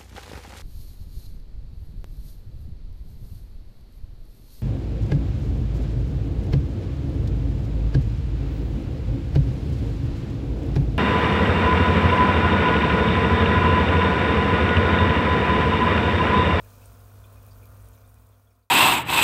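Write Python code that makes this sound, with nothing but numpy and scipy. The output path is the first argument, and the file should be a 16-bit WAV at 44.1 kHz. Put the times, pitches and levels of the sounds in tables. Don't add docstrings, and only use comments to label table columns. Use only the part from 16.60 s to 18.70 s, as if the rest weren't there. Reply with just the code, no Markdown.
import sys
import numpy as np
from scipy import signal
from scipy.fft import rfft, irfft, next_fast_len
from scipy.io import wavfile
from scipy.ndimage import map_coordinates

SR = 44100
rng = np.random.default_rng(int(sys.argv[2]) if len(sys.argv) > 2 else 0)


def dump_mix(stems):
    frames = np.atleast_2d(stems).T
    limited = np.clip(frames, -1, 1)
    pcm = np.round(limited * 32767).astype(np.int16)
    wavfile.write(sys.argv[1], SR, pcm)


N = 92610
T = np.arange(N) / SR
MAINS_HZ = 50.03


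def amp(db):
    return 10 ** (np.asarray(db) / 20)


def unit(x):
    return x / np.sqrt(np.mean(x ** 2) + 1e-20)


def along(points, hz):
    f, v = np.transpose(points)
    return np.interp(np.log(hz + 1), np.log(f + 1), v)


def wobble(knots_per_s):
    return map_coordinates(rng.standard_normal(int(N * knots_per_s / SR) + 4), [T * knots_per_s])


def filtered(x, response):
    size = next_fast_len(N + SR // 2)
    return irfft(rfft(x, size) * response(np.fft.rfftfreq(size, 1 / SR)), size)[:N]


def coloured(x, spectrum):
    return unit(filtered(x, lambda hz: amp(along(spectrum, hz))))


def bubbles(onset_s, db, hz, cycles, attack_s, samples):
    t = np.arange(samples) / SR
    age = t * hz[:, None] / cycles
    ring = np.sin(2 * np.pi * hz[:, None] * t * (1 + 0.071 * np.minimum(age, 1) / 2))
    ring *= amp(db[:, None] - 60 * age) * (1 - np.exp(-t / attack_s))
    where = np.round(onset_s * SR).astype(int)[:, None] + np.arange(samples)
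    return np.bincount(where.ravel(), ring.ravel(), N)[:N]


def swarm(per_s, low_hz, high_hz, spread_db, cycles, samples):
    when, pitch, strength = rng.random((int(per_s * N / SR), 3)).T
    db = -spread_db * np.log(np.maximum(strength, .01))
    hz = low_hz * (high_hz / low_hz) ** pitch
    return unit(bubbles(when * N / SR, db, hz, cycles, 1 / high_hz, samples))


def mains_harmonics(partials, waver_db, knots_per_s):
    return np.sqrt(2) * sum(amp(db + waver_db * wobble(knots_per_s))
                            * np.sin(2 * np.pi * (order * MAINS_HZ * T + rng.random()))
                            for order, db in partials)


# (frequency [Hz], T60 [s])
ROOM_T60 = [(200, 0.39), (2500, 0.15), (8000, 0.19), (16000, 0.043)]
def room(x, wet_db):
    out = x.copy()
    for centre_s in np.arange(9) / 4:
        hz, t, noise = signal.stft(rng.standard_normal(SR // 3), SR, nperseg=256)
        decay = amp(-60 * t / along(ROOM_T60, hz)[:, None])
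        tail = signal.istft(noise * decay, SR, nperseg=256)[1]
        crossfade = np.clip(1 - abs(T - centre_s) * 4, 0, 1)
        out += amp(wet_db) * signal.fftconvolve(x * crossfade, tail / np.linalg.norm(tail))[:N]
    return out


# (harmonic number [-], level [dB])
HUM_PARTIALS = [(1, -62), (2, -49.5), (3, -80.5), (4, -75), (5, -65.5)]
BUZZ_PARTIALS = [(8, -80.5), (9, -72.5), (10, -80), (11, -75), (12, -88), (13, -73.5), (14, -71.5),
                 (15, -81.5), (16, -87.5), (17, -81), (18, -78), (19, -81.5), (20, -75), (21, -73.5),
                 (22, -76.5), (24, -75), (25, -78.5), (26, -79), (28, -75.5), (29, -85), (30, -82),
                 (34, -88.5), (36, -90), (38, -89), (46, -103), (48, -85)]
# (frequency [Hz], relative level [dB])
RUMBLE_SPECTRUM = [(20, -28), (32, -14), (44, -14.5), (59, 2), (68, -7), (82, -15.5), (118, -12.5),
                   (150, -25.5), (200, -34), (400, -51.5)]
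# (time [s], gain [dB])
DEEP_SWELL = [(0, 0), (.2, -.5), (.6, 1.1), (.8, -1.5), (.95, 1.9), (1.08, 0), (1.19, 2.5), (1.33, -1),
              (1.7, 0), (2.1, -3.5)]
def pump():
    rumble = amp(-52) * coloured(rng.standard_normal(N), RUMBLE_SPECTRUM)
    hum = mains_harmonics(HUM_PARTIALS, waver_db=0.53, knots_per_s=4.9)
    buzz = mains_harmonics(BUZZ_PARTIALS, waver_db=2.5, knots_per_s=7.15)
    swell = amp(np.interp(T, *np.transpose(DEEP_SWELL)))
    return swell * (hum + rumble) + buzz


# (frequency [Hz], relative level [dB])
CHURN_SPECTRUM = [(100, -24), (170, 1), (235, 1), (300, -8), (410, -5), (510, 1), (620, -1.5), (780, -5.5),
                  (1080, -4), (1450, -4.5), (1750, -12.5), (2100, -18), (4000, -21), (16000, -88)]
def churn():
    gurgle = swarm(per_s=500, low_hz=246.7, high_hz=1688, spread_db=0.5, cycles=18.5, samples=2500)
    stroke = amp(4.2 * np.cos(np.pi * MAINS_HZ * T) ** 10 + 0.85 * wobble(16))
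    water = rng.standard_normal(N) + amp(-15) * gurgle
    return amp(-60) * coloured(stroke * water, CHURN_SPECTRUM)


# (time [s], level [dB])
WASH_ENVELOPE = [(0, -70), (.1, -64.5), (.26, -67), (.45, -73), (.62, -72), (.88, -73), (1.2, -76),
                 (2.1, -73)]
# (frequency [Hz], relative level [dB])
WASH_SPECTRUM = [(800, -11), (1800, -4.5), (3500, -2), (6700, 1), (9000, -4), (16000, -13.5)]
def wash():
    level_db = np.interp(T, *np.transpose(WASH_ENVELOPE)) + 1.36 * wobble(30)
    return amp(level_db) * coloured(rng.standard_normal(N), WASH_SPECTRUM)


# (time [s], fizz gain [dB], spatter gain [dB])
SPRAY_GAINS = [(0, 1, -2), (.15, .5, -3), (.4, 0, 1), (.6, -2.5, 1.5), (1.0, -1.5, 1), (1.3, -1.5, 2),
               (1.6, -1, 0.5), (2.1, -2, -0.5)]
# (frequency [Hz], relative level [dB])
FIZZ_SPECTRUM = [(700, -11), (2000, -5.5), (2500, 5), (2850, -9), (3400, -4), (4200, -8.5), (5400, -7),
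                 (6700, -3.5), (7600, -9), (8600, 1.5), (10400, -4.5), (11800, 2.5), (13300, 3.5),
                 (14400, 4.5), (15800, 4)]
def fizz():
    times, gain_db, _ = np.transpose(SPRAY_GAINS)
    hiss = amp(-61) * coloured(rng.standard_normal(N), FIZZ_SPECTRUM)
    pops = swarm(per_s=1300, low_hz=3970, high_hz=15300, spread_db=2.5, cycles=12.7, samples=160)
    envelope = amp(np.interp(T, times, gain_db) + 0.28 * wobble(15) + 0.65 * wobble(110))
    return envelope * (hiss + amp(-69.5) * coloured(pops, FIZZ_SPECTRUM))


def tick(db, hz, rise_s=0.00027, t60_s=0.0078, width_hz=1600, splat=0.17):
    t, f = np.arange(512) / SR, np.fft.rfftfreq(512, 1 / SR)
    resonance = 1 / (1 + (2 * (f - hz) / width_hz) ** 2)
    colour = (resonance + splat) * f / (f + 2500)
    noise = unit(irfft(rfft(rng.standard_normal(len(t))) * colour))
    envelope = (1 - np.exp(-t / rise_s)) ** 2 * amp(-60 * t / t60_s)
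    return amp(db) * envelope / envelope.max() * noise


# (time [s], level [dB], frequency [Hz])
DROPLET_IMPACTS = [(0.047, -50, 14000), (0.2562, -50, 9500), (0.258, -49, 8800), (.728, -51, 14300),
                   (.8305, -53, 14000), (.8654, -50, 13200), (.8869, -51.5, 13500), (.9318, -56, 14500),
                   (0.977, -55, 12200), (1.0555, -46, 13600), (1.144, -58, 12070), (1.2875, -50, 12900),
                   (1.4765, -52, 9000), (1.492, -50, 14200), (1.5425, -49.5, 9100), (1.667, -52, 11100),
                   (1.797, -55.5, 11100)]
def droplets(per_s=120, low_hz=7660, high_hz=15350):
    times, _, gain_db = np.transpose(SPRAY_GAINS)
    when, strength, pitch = rng.random((int(per_s * N / SR), 3)).T
    onset_s = when * N / SR
    level_db = -65 + np.interp(onset_s, times, gain_db) - 2 * np.log(np.maximum(strength, .05))
    spatter = zip(onset_s, level_db, low_hz + pitch * (high_hz - low_hz))
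    out = np.zeros(N + SR)
    for start, db, hz in [*DROPLET_IMPACTS, *spatter]:
        burst = tick(db, hz)
        out[round(start * SR):][:len(burst)] += burst
    return room(out[:N], wet_db=-8.5)


# (time [s], level [dB], frequency [Hz])
SMALL_BUBBLES = [(0.044, -54, 2477), (.058, -58.5, 1670), (0.216, -51, 2540), (.345, -53, 5140),
                 (.378, -59, 2500), (.574, -60, 4350), (.6404, -48.5, 3390), (0.641, -55, 2410),
                 (0.7695, -56, 2426), (0.885, -56, 2600), (0.9106, -47.5, 4750), (1.0271, -53, 2410),
                 (1.041, -55.5, 2370), (1.265, -56.5, 3550), (1.33, -49, 7040), (1.375, -51, 6100),
                 (1.448, -56, 3570), (1.5678, -58, 2436), (1.724, -56, 3400), (1.871, -52, 3350),
                 (1.905, -53.5, 2394), (1.908, -52, 5400), (2.026, -50, 4450)]
BIG_BUBBLES = [(.135, -55, 560), (1.022, -49, 498), (1.18, -50, 507), (1.24, -53, 646)]
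def trickle():
    onset_s, db, hz = np.transpose(SMALL_BUBBLES)
    ringing = dict(cycles=75.4, attack_s=0.0011, samples=2500)
    plinks = bubbles(onset_s, db, hz, **ringing)
    for _ in range(3):
        lag_s = 0.012 * rng.random(len(hz))
        satellite_hz = hz * np.exp(0.0856 * rng.standard_normal(len(hz)))
        plinks += bubbles(onset_s + lag_s, db - 9.5, satellite_hz, **ringing)
    faint = swarm(per_s=160, low_hz=2184, high_hz=7660, spread_db=3.5, cycles=41, samples=1000)
    gurgles = bubbles(*np.transpose(BIG_BUBBLES), cycles=26, attack_s=0.0025, samples=4000)
    return room(plinks + amp(-79.5) * faint + gurgles, wet_db=-2.5)


def scene():
    return (pump() + churn() + wash() + fizz() + droplets() + trickle())[None]


# (time [s], gain [dB])
FADE_OUT = [(1.22, -0.5), (1.55, -4.5), (1.8, -8.5), (1.99, -13), (2.05, -18), (2.1, -24.5)]
def record(dry):
    fade = amp(np.interp(T, *np.transpose(FADE_OUT)))
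    return filtered(dry[0] * fade, lambda hz: hz < 15780)[None]


dry = scene()
out = record(dry)
dump_mix(out)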